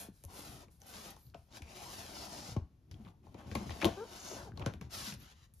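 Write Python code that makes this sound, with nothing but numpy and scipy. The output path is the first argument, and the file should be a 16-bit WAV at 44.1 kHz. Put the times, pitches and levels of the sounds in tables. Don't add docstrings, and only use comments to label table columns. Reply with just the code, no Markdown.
import sys
import numpy as np
from scipy import signal
from scipy.fft import rfft, irfft, next_fast_len
from scipy.io import wavfile
from scipy.ndimage import uniform_filter1d, map_coordinates

SR = 44100
rng = np.random.default_rng(int(sys.argv[2]) if len(sys.argv) > 2 else 0)


def transcribe(signal):
    frames = np.atleast_2d(signal).T
    limited = np.clip(frames, -1, 1)
    pcm = np.round(limited * 32767).astype(np.int16)
    wavfile.write(sys.argv[1], SR, pcm)


N = 246959
TIME_S = np.arange(N) / SR
TAPS = 4096
FILTER_HZ = np.maximum(np.arange(TAPS + 1) * SR / (2 * TAPS), 1)
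TOP_HZ, QUIET_DB = 14400, -62.5

# start/s, end/s, attack/s, release/s, hiss level/dB,
# swell over stroke/dB (times growth), fizz level/dB, drone level/dB, sheen level/dB
STROKES = [(-0.02, 0.112, .02, 0.12, -52.5, -2, -47.5, -56.5, -58.5),
           (0.112, 0.307, 0.033, 0.028, -79.5, -3, -72.5, -98, -77.5),
           (0.249, 0.669, 0.18, 0.049, -56, -17.5, -56.5, -59, -58.5),
           (0.693, 0.824, .02, 0.02, -82, -13, -74, -100, -79.5),
           (0.774, 1.175, 0.22, 0.11, -52, 4, -58.5, -58, -57),
           (1.13, 1.347, 0.056, 0.036, -77, -11, -75, -84, -76.5),
           (1.344, 1.507, .03, 0.0183, -81, -8, -79, -86, -80),
           (1.464, 1.612, 0.12, 0.056, -56, 9, -65.5, -60.5, -57),
           (1.553, 2.32, 0.41, 0.11, -52.5, -4.5, -56.5, -55.5, -53.5),
           (2.056, 2.574, 0.15, 0.063, -54, 2.5, -59.5, -55.5, -52),
           (2.872, 3.137, 0.071, 0.0524, -76.5, 9, -82, -71, -88),
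           (3.217, 3.362, 0.044, 0.034, -76.5, -3, -82, -72.5, -92),
           (3.33, 3.5, 0.099, 0.091, -67, -15, -73, -57, -74),
           (3.397, 4.18, 0.15, 0.45, -56.5, 11, -63.5, -54.5, -60),
           (3.933, 4.538, 0.32, 0.19, -53.5, -1, -59, -56.5, -53.5),
           (4.298, 4.473, 0.022, 0.064, -72, -9, -83, -55, -66),
           (4.543, 4.78, 0.034, 0.05, -70, -6, -86, -61.5, -85),
           (4.81, 4.904, 0.015, 0.05, -68.5, -4, -86, -65, -75),
           (4.887, 5.171, 0.069, 0.074, -46, -4, -50.5, -59, -47),
           (5.18, 5.354, 0.034, 0.042, -60, 4, -74, -73.5, -83),
           (5.322, 5.485, 0.039, 0.043, -68.5, 3, -80.5, -91, -79.5),
           (5.528, 5.65, 0.024, .03, -87, 5, -70.5, -95, -79)]
PUSH_GROWTH = (1.08, 1.31, 0.61, 1.13)
# t/s, level/dB
BENDING_LEVEL = [(0.0, -87), (0.3, -62), (0.5, -58.5), (0.8, -71), (1.04, -62.5), (1.36, -71), (2.1, -57.5),
                 (2.5, -60), (2.78, -73), (2.95, -53.5), (3.18, -62.5), (3.65, -47.5), (4.15, -77),
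                 (4.44, -52), (4.65, -53), (5.22, -60), (5.38, -74), (5.6, -72.5)]
# t/s, length/s, peak level/dB, first f/Hz, f approached/Hz, fall time/s
FLIPS = [(0.0855, 0.0099, -42.5, 700, 160, 0.0031), (1.345, 0.012, -49.5, 1915, 200, 0.0062),
         (1.603, .02, -52, 448, 120, 0.018), (2.5631, 0.028, -26, 1515, 58, 0.0031),
         (3.346, 0.01, -47.5, 1195, 160, 0.00396), (3.519, 0.016, -40, 800, 80, 0.0053),
         (3.8522, 0.02, -25.5, 2200, 162, 0.00351), (4.662, 0.029, -31, 1580, 92, 0.00243)]
# t/s, level/dB, mid-sag f/Hz
BUMPS = [(0.092, -51.5, 189), (0.252, -45, 80), (1.268, -53, 112), (1.359, -52, 130.5), (1.385, -53, 75),
         (2.487, -45, 148), (2.518, -42.5, 112), (2.615, -36.5, 72.5), (2.935, -44, 101),
         (2.999, -47.5, 215), (3.064, -47.5, 175), (3.568, -41.5, 196), (3.853, -30.5, 89),
         (3.862, -36, 301), (4.43, -46, 108), (4.521, -43.5, 100), (4.623, -38.5, 76), (4.622, -49, 285),
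         (4.762, -44, 81), (5.075, -44, 203)]
# t/s, crack level/dB, tick level/dB, ring level/dB, flap level/dB,
# mid-sag flap f/Hz, crack f/Hz, ring f/Hz
SNAPS = [(0.238, -64, -60, -61.5, -58, 110, 6040, 520), (0.682, -79, -84, -69.5, -63, 65, 2150, 440),
         (0.817, -64, -80, -63.5, -72, 85.5, 6100, 645), (1.164, -66, -74, -64, -65, 108, 6300, 900),
         (1.344, -60.5, -86, -54.5, -60, 243, 2260, 673), (1.57, -58, -61.5, -61, -55, 92, 5230, 764),
         (1.62, -56, -65, -63, -45, 71, 2460, 689), (2.565, -55.5, -85, -46.5, -47, 88.5, 1400, 710),
         (2.912, -57.5, -69.5, -68, -46, 65, 4730, 473), (2.942, -71, -85, -79, -53, 109, 3200, 450),
         (3.267, -76, -95, -62, -54.5, 129, 1600, 850), (3.343, -63, -81, -55, -51, 204, 2200, 560),
         (3.515, -54, -83, -53, -41, 89, 1940, 430), (3.551, -47, -50.5, -40, -36.5, 258.6, 2910, 947),
         (3.554, -43, -68, -41, -44, 131, 2300, 702), (3.695, -56, -75.5, -52, -44.5, 81.7, 2000, 506),
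         (3.705, -50, -72, -47.5, -41.5, 78, 3060, 495), (3.816, -47.5, -60, -53, -54.5, 293, 2383, 430),
         (3.829, -49, -65, -38.5, -41.5, 281, 2200, 592), (3.845, -38.5, -46, -33.5, -33, 297, 3250, 430),
         (3.853, -38.5, -45.5, -30, -33.5, 217.3, 3350, 600),
         (4.574, -56.5, -73, -52.5, -44.5, 132, 4000, 430), (4.595, -56, -68.5, -50, -40.5, 144, 2500, 559),
         (4.661, -43, -58, -39.5, -39, 133, 1630, 534), (4.737, -64, -70, -57.5, -54, 129, 2280, 602),
         (4.812, -54.5, -66, -53, -41, 163, 1630, 462), (5.123, -51, -72, -62, -42.5, 147.6, 2480, 624),
         (5.139, -54.5, -57, -62, -50.5, 183, 5050, 560), (5.538, -80, -65.5, -93, -56.5, 107, 6900, 560)]
# t/s, level/dB, f/Hz, t60/s
POPS = [(0.2385, -59, 10500, .002), (0.251, -61.5, 6550, .003), (0.2507, -55.5, 11000, .002),
        (0.684, -76, 2270, 0.0052), (0.818, -62, 6100, .008), (1.165, -72, 6300, 0.0018),
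        (1.167, -62, 870, 0.011), (1.267, -72, 4400, .012), (1.3, -74, 4400, 0.0079),
        (1.345, -59.5, 2390, .012), (1.526, -65, 3840, .004), (1.622, -57, 2430, .014),
        (1.623, -62, 820, .02), (2.5656, -48, 940, .014), (2.943, -64.5, 3250, .01),
        (3.069, -61.5, 1140, .014), (3.269, -66, 840, .014), (3.515, -51.5, 1900, 0.0085),
        (3.553, -42.5, 940, .014), (3.695, -51.5, 1900, .008), (3.812, -51.5, 2700, .015),
        (3.816, -44, 2250, .022), (3.825, -46, 2400, .014), (3.829, -44.5, 735, 0.012),
        (3.8455, -32.5, 3070, 0.0029), (3.8452, -33.5, 660, .016), (3.8453, -43.5, 6400, 0.0025),
        (3.8518, -44.5, 3380, .014), (3.852, -36.5, 974, .018), (4.52, -60.5, 1520, .008),
        (4.575, -60, 4170, 0.0037), (4.621, -62, 2600, .008), (4.6625, -51.5, 5870, 0.0038),
        (4.738, -56.5, 3300, 0.0015), (4.811, -64, 1830, 0.0079)]
# start/s, end/s, first f/Hz, last f/Hz, level/dB
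RASPS = [(0.25, 0.47, 949, 1080, -66), (1.16, 1.317, 11910, 13300, -71.5), (1.61, 1.899, 2380, 2650, -63.5),
         (1.721, 1.955, 600, 1300, -60), (2.118, 2.28, 5200, 4550, -54.5), (2.12, 2.476, 760, 815, -63.5),
         (3.127, 3.201, 780, 995, -78), (4.101, 4.345, 1177, 1076, -67), (4.141, 4.439, 6600, 6180, -54.5),
         (4.36, 4.442, 1680, 1442, -57), (4.351, 4.442, 930, 968, -57), (4.441, 4.51, 1100, 616, -58),
         (5.164, 5.28, 12500, 11700, -67)]
# t/s, length/s, level/dB, centre f/Hz
CRINKLES = [(0.801, 0.064, -69.5, 10900), (0.865, 0.065, -58.5, 11000), (1.103, 0.014, -54, 11600),
            (1.339, 0.018, -63, 1130), (3.048, 0.042, -67.5, 2800), (3.057, 0.034, -65, 960),
            (3.389, 0.0366, -65.5, 1120), (3.556, 0.045, -68, 3000), (3.575, .11, -58, 796),
            (3.58, .1, -49.5, 240), (3.695, .004, -53.5, 2000), (3.708, .02, -55.5, 2900),
            (3.815, 0.024, -45, 2490), (3.816, .02, -44, 1450), (3.853, 0.04, -39, 533),
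            (3.856, 0.033, -52.5, 2900), (4.309, .04, -52.5, 475), (4.606, .024, -48, 715),
            (4.617, .014, -56, 2400), (4.631, .028, -57.5, 960), (4.668, 0.035, -56, 1760),
            (4.668, 0.042, -53, 520)]
# start/s, length/s, first, middle, last slip rate/Hz, jitter [0-1], level/dB
SQUEAKS = [(3.957, 0.1, 385, 420.4, 558, .025, -45), (4.32, .036, 480, 420, 350, .08, -56.5),
           (4.355, .08, 532, 551, 585, 0.057, -53.5), (4.444, .06, 535, 440, 306, 0.0595, -54)]
# f/Hz, width/Hz, level/dB
PANEL_MODES = [(207, 12, 5), (309.6, 65, 7), (431, 12, 3), (554, 19, 0), (660, 40, -4), (830, 45, -5.5),
               (1076, 38, -2.5)]

# f/Hz, level/dB
HISS_SPECTRUM = [(600, -8.5), (1300, 2.5), (1800, -1), (2400, -1), (3400, 1), (5000, -3.5), (7000, -2.5),
                 (8500, -15), (10000, -16.5), (15000, -31.5)]
SHEEN_SPECTRUM = [(2500, -49.5), (3800, -5.5), (5200, 0), (6500, -5.5), (8000, -4.5), (11000, -26.5)]
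FIZZ_SPECTRUM = [(5000, -26.5), (7000, -6), (8400, 1), (10500, -2.5), (13000, -6), (15500, -1.5)]
DRONE_SPECTRUM = [(70, -18.5), (170, 4), (330, -1.5), (480, -2), (780, 1), (1100, -8), (1600, -17.5),
                  (3200, -17), (5000, -43.5)]
WOBBLE_SPECTRUM = [(20, -49), (38, -8), (62, 5), (85, -6.5), (120, -3), (180, -5.5), (260, -10), (400, -16),
                   (800, -54)]
CRACK_SPECTRUM = [(700, -34.5), (1400, 3.5), (1900, -3), (2300, 2), (3400, -1), (4000, -0.5), (6300, -3.5),
                  (7500, -4), (10000, -22)]
RING_SPECTRUM = [(130, -5.5), (300, -1.5), (560, -3.5), (900, -2.5), (1150, -5), (1500, -26.5),
                 (3000, -38.5)]
SQUEAK_SPECTRUM = [(200, -5), (430, 5.5), (850, -4), (1300, -9.5), (1600, -8.5), (1900, -29), (4000, -53)]
QUIET_SPECTRUM = [(20, -3), (40, -6), (75, -0.5), (150, -10), (300, -29), (630, -32), (2000, -41.5),
                  (7000, -46), (15000, -50.5)]

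# f/Hz, reflected level/dB, t60/s
ROOM_BANDS = [(80, -9, 0.13), (251, -11, 0.28), (560, -11.5, 0.22), (1500, -7.5, 0.29), (3080, -11.5, 0.31),
              (6000, -12, 0.26), (13000, -11.5, 0.18)]
# f/Hz, likeness [0-1], left minus right/dB
PORTS = [(100, 0.96, 2.5), (300, 0.91, 2.5), (600, 0.47, 5.5), (1110, 0.36, 3.5), (1810, 0.12, 2),
         (3600, 0.66, 3), (5220, 0.38, 4.5), (6230, 0.77, 1.5), (8000, 1, -1), (10400, 0.46, 0),
         (11200, 0.95, 0.5), (13200, 0.9, -1), (14400, 1, 0.5)]
# f/Hz, lead/rad
RIGHT_LEAD = [(100, 0), (800, -.4), (3800, 0), (5100, -.6), (7000, 1.5), (7800, 3.0), (8600, 3.4),
              (11000, 6.2), (12200, 6.4), (14200, 9.2), (15800, 9.5)]


def undb(db):
    return 10 ** (np.asarray(db) / 20)


def unit(x):
    return x / np.sqrt(np.mean(x ** 2) + 1e-20)


def energy_10ms(x):
    return unit(x) * np.sqrt(SR / 100 / x.shape[-1])


def common(x, apart=0):
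    return x * np.array([[1], [apart]])


def colour(x, points):
    hz, db = np.transpose(points)
    gain = unit(undb(np.interp(np.log(FILTER_HZ), np.log(hz), db)))
    cepstrum = irfft(np.log(gain))
    cepstrum[1:TAPS] *= 2
    cepstrum[TAPS + 1:] = 0
    response = irfft(np.exp(rfft(cepstrum)))[:TAPS]
    return signal.oaconvolve(x, response[None], axes=1)[:, :N]


def resonate(x, hz, width_hz):
    return signal.lfilter(*signal.iirpeak(hz, hz / width_hz, fs=SR), x)


def walk(rate_hz):
    hold = max(int(SR / rate_hz), 1)
    steps = np.repeat(rng.standard_normal(N // hold + 1), hold)
    return unit(uniform_filter1d(steps, hold)[:N])


def grains(rate_hz, spread_db):
    hits = rng.random((2, N)) < rate_hz / SR
    sizes = rng.standard_normal((2, N)) * undb(spread_db * rng.standard_normal((2, N)))
    return unit(hits * sizes)


def fade(t, t60_s):
    return (t >= 0) * undb(-60 * np.maximum(t, 0) / t60_s)


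def swell(t, start, end, attack, release):
    rise, fall = np.clip([(t - start) / attack, (end - t) / release], 0, 1)
    return rise ** 2 * (3 - 2 * rise) * fall ** 2 * (3 - 2 * fall)


def add(track, start_s, x):
    i = max(int(start_s * SR), 0)
    track[:, i:i + x.shape[-1]] += x[..., :N - i]


def pushes():
    power = np.zeros((4, N))
    for start, end, attack, release, hiss, swell_db, fizz, drone, sheen in STROKES:
        on = slice(max(int(start * SR), 0), int(end * SR))
        t = TIME_S[on]
        tilt = undb(swell_db * ((t - start) / (end - start) - .5))
        push = swell(t, start, end, attack, release) * tilt
        levels = zip((hiss, fizz, drone, sheen), PUSH_GROWTH)
        power[:, on] += [(undb(db) * push ** growth) ** 2 for db, growth in levels]
    return np.sqrt(power)


def swish(x, lag_s, wander, echo):
    lag = lag_s * np.exp(wander * walk(4))
    late = np.array([map_coordinates(row, [(TIME_S - lag) * SR], order=1) for row in x])
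    return (x + echo * late) / np.sqrt(1 + echo ** 2)


def sliding(hiss_db=-2.5, sheen_db=-3.0, fizz_db=2.0, drone_db=1.0, grit_db=-13,
            judder_db=1.27, drift_db=0.82):
    drift = drift_db * np.array([walk(12) for _ in PUSH_GROWTH])
    hiss, fizz, drone, sheen = pushes() * undb(judder_db * walk(45) + drift)
    fine = colour(grains(9000, spread_db=0.5) * hiss * undb(hiss_db), HISS_SPECTRUM)
    grit = colour(grains(74, spread_db=1.0) * hiss * undb(grit_db), CRACK_SPECTRUM)
    gleam = colour(grains(7000, spread_db=0.0) * sheen * undb(sheen_db), SHEEN_SPECTRUM)
    fizzing = colour(grains(14000, spread_db=2.0) * fizz * undb(fizz_db), FIZZ_SPECTRUM)
    coarse = colour(grains(2800, spread_db=1.0) * drone * undb(drone_db), DRONE_SPECTRUM)
    bright = swish(fine + gleam + grit, lag_s=0.001305, wander=0.209, echo=0.44)
    dark = swish(coarse, lag_s=0.003095, wander=0.27, echo=0.39)
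    return bright + dark + fizzing


def bending(flutter_db=3.0):
    level_db = np.interp(TIME_S, *np.transpose(BENDING_LEVEL))
    buckles = grains(1200, spread_db=1.5) * undb(level_db + flutter_db * walk(24))
    return colour(buckles, WOBBLE_SPECTRUM)


def background():
    return undb(QUIET_DB) * colour(rng.standard_normal((2, N)), QUIET_SPECTRUM)


def room(x, gap_s=0.0049):
    t = np.arange(SR // 3) / SR - gap_s
    hz, db, t60_s = np.transpose(ROOM_BANDS)
    bins = np.log(np.maximum(np.arange(len(t) // 2 + 1) * SR / len(t), 1))
    noise, response = rfft(rng.standard_normal((2, len(t)))), 0
    for k, share in enumerate(np.eye(len(hz))):
        band = irfft(noise * np.interp(bins, np.log(hz), share), len(t))
        response = response + undb(db[k]) * band * unit(fade(t, t60_s[k]))
    return signal.oaconvolve(x, response / np.sqrt(len(t)), axes=1)[:, :N]


def flipping(rise_share=0.36, release_share=0.53):
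    out = np.zeros((2, N))
    for start, length, level_db, first_hz, last_hz, fall_s in FLIPS:
        t = np.arange(int(length * SR)) / SR
        hz = last_hz + (first_hz - last_hz) / (1 + t / fall_s) ** 2
        shape = np.sqrt(swell(t, 0, length, length * rise_share, length * release_share))
        wave = np.sin(2 * np.pi * np.cumsum(hz) / SR)
        add(out[:1], start, undb(level_db) * shape * wave)
    return out


def flap(t, hz, t60_s=0.18, rise_s=0.0018, sag=0.6, sag_s=0.019, under_db=-10):
    turn = 2 * np.pi * np.cumsum(hz * (1 + sag * (np.exp(-t / sag_s) - .5))) / SR
    swing = np.sin(turn) * fade(t, t60_s)
    under = undb(under_db) * np.sin(0.632 * turn) * fade(t, 2 * t60_s)
    return energy_10ms((swing + under) * (1 - np.exp(-t / rise_s)))


def bumping():
    t, out = np.arange(SR // 4) / SR, np.zeros((2, N))
    for start, level_db, hz in BUMPS:
        thud = flap(t, hz, t60_s=0.11, rise_s=0.0017, sag=0.13)
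        add(out, start, undb(level_db) * common(thud))
    return out


def burst(t, t60_s, rattle_db, rattle_t60_s, rise_s=0.00016):
    decay = fade(t, t60_s) + undb(rattle_db) * fade(t, rattle_t60_s)
    shape = decay * (1 - np.exp(-t / rise_s))
    return energy_10ms(rng.standard_normal((2, len(t))) * shape)


def lean_left(x, share):
    return np.array([x[0], share * x[0] + np.sqrt(1 - share ** 2) * x[1]])


def disperse(x, lag_s=0.002044):
    size = next_fast_len(N + TAPS, real=True)
    bins = np.arange(size // 2 + 1) * SR / size
    turns = lag_s * (2 * np.sqrt(1000 * bins) - bins / np.sqrt(6))
    return irfft(rfft(x, size) * np.exp(-2j * np.pi * turns), size)[:, :N]


def snapping(crack_db=-2, pitch_db=2, crack_width_hz=700, tick_db=5.0, ring_db=-3, facet_db=2,
             facet_width_hz=110, modes_db=-1, boom_db=-5.5, boom_hz=76, ring_lag_s=0.00029):
    t = np.arange(SR // 4) / SR
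    cracks, ticks, rings, flaps = np.zeros((4, 2, N))
    for start, crack, tick, ring, swing, flap_hz, crack_hz, ring_hz in SNAPS:
        release = undb(crack + crack_db) * burst(t, 0.012, rattle_db=-12.5, rattle_t60_s=0.13)
        pitched = undb(pitch_db) * resonate(release, crack_hz, crack_width_hz)
        add(cracks, start, release + pitched)
        click = burst(t, 0.012, rattle_db=-9.5, rattle_t60_s=0.088)
        add(ticks, start, undb(tick + tick_db) * click)
        shake = undb(ring + ring_db) * burst(t, 0.043, rattle_db=-22.5, rattle_t60_s=0.15)
        facet = undb(facet_db) * resonate(shake, ring_hz, facet_width_hz)
        add(rings, start + ring_lag_s, shake + facet)
        boom = flap(t, boom_hz, rise_s=0.024, sag=0.2, under_db=-25)
        waves = flap(t, flap_hz) + undb(boom_db) * boom
        add(flaps, start, undb(swing) * common(waves))
    rings = lean_left(colour(rings, RING_SPECTRUM), share=0.41)
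    modes = sum(undb(db) * resonate(rings, hz, width_hz) for hz, width_hz, db in PANEL_MODES)
    travelled = disperse(colour(cracks, CRACK_SPECTRUM) + rings + undb(modes_db) * modes)
    return travelled + colour(ticks, FIZZ_SPECTRUM) + flaps


def popping(apart=0.3):
    t, out = np.arange(SR // 25) / SR, np.zeros((2, N))
    for start, level_db, hz, t60_s in POPS:
        ping = energy_10ms(np.sin(2 * np.pi * hz * t) * fade(t, t60_s))
        add(out, start, undb(level_db) * common(ping, apart))
    return out


def rasping(width_share=0.206, rough_db=3.0, edge_share=0.34):
    out, grip = np.zeros((2, N)), undb(rough_db * walk(110))
    for start, end, first_hz, last_hz, level_db in RASPS:
        on = slice(int(start * SR), int(end * SR))
        t, length = TIME_S[on], end - start
        hz = first_hz * (last_hz / first_hz) ** ((t - start) / length)
        lowpass = signal.butter(2, width_share * first_hz / 2, fs=SR, output="sos")
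        band = signal.sosfilt(lowpass, rng.standard_normal((2, 2, len(hz))))
        carrier = np.exp(2j * np.pi * np.cumsum(hz) / SR)
        ring = np.real((band[0] + 1j * band[1]) * carrier)
        shape = swell(t, start, end, length * edge_share, length * edge_share)
        out[:, on] += unit(ring * grip[on]) * undb(level_db) * shape
    return out


def crinkling(rate_hz=900, cycles=10, pitch_spread=0.27, size_spread_db=4, fall_db=6, trim_db=-1.5):
    t, out = np.arange(SR // 50) / SR, np.zeros((2, N))
    for start, length, level_db, centre_hz in CRINKLES:
        count = max(int(rate_hz * length), 1)
        for k, (late, pitch, size, side) in enumerate(rng.standard_normal((count, 4))):
            hz = min(centre_hz * np.exp(pitch_spread * pitch), .35 * SR)
            ping = unit(np.sin(2 * np.pi * hz * t) * fade(t, cycles / hz))
            ping = ping / np.sqrt(rate_hz * t[-1])
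            moment = start + length * (k + .5 + late / 2) / count
            ping_db = level_db + trim_db + size_spread_db * size - fall_db * (k / count - .5)
            add(out, moment, undb(ping_db) * common(ping, side))
    return out


def squeaking(patchy_db=2.0, edge_share=0.28):
    out, wobble, grip = np.zeros((2, N)), walk(300), undb(patchy_db * walk(70))
    for start, length, first_hz, middle_hz, last_hz, jitter, level_db in SQUEAKS:
        on = slice(int(start * SR), int((start + length) * SR))
        t = TIME_S[on]
        bend = np.polyfit([0, .5, 1], [first_hz, middle_hz, last_hz], 2)
        hz = np.polyval(bend, (t - start) / length)
        phase = np.cumsum(hz * (1 + jitter * wobble[on])) / SR
        slips = np.diff(np.floor(phase), prepend=0)
        shape = swell(t, start, start + length, length * edge_share, length * edge_share)
        out[0, on] += unit(slips - hz / SR) * undb(level_db) * shape * grip[on]
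    return colour(out, SQUEAK_SPECTRUM)


def microphones(x):
    size = next_fast_len(N + TAPS, real=True)
    bins = np.arange(size // 2 + 1) * SR / size
    hz, *columns = np.transpose(PORTS)
    likeness, lean_db = (np.interp(bins, hz, c) for c in columns)
    likeness = np.clip(likeness, 0, 1)
    shares = np.sqrt(np.array([1 + likeness, 1 - likeness]) / 2)
    shared, apart = rfft(x, size) * shares
    lead_rad = np.interp(bins, *np.transpose(RIGHT_LEAD))
    left = (shared + apart) * undb(lean_db / 2)
    right = (shared - apart) * undb(-lean_db / 2) * np.exp(1j * lead_rad)
    return irfft(np.array([left, right]), size)[:, :N]


def scene():
    sheet = sliding() + bending() + flipping() + bumping() + snapping()
    sheet = sheet + popping() + rasping() + crinkling() + squeaking()
    return microphones(sheet + room(sheet) + background())


def record(dry):
    lean = signal.sosfilt(signal.butter(4, 36, "high", fs=SR, output="sos"), dry)
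    return signal.sosfilt(signal.ellip(8, .2, 70, TOP_HZ, fs=SR, output="sos"), lean)


dry = scene()
out = record(dry)
transcribe(out)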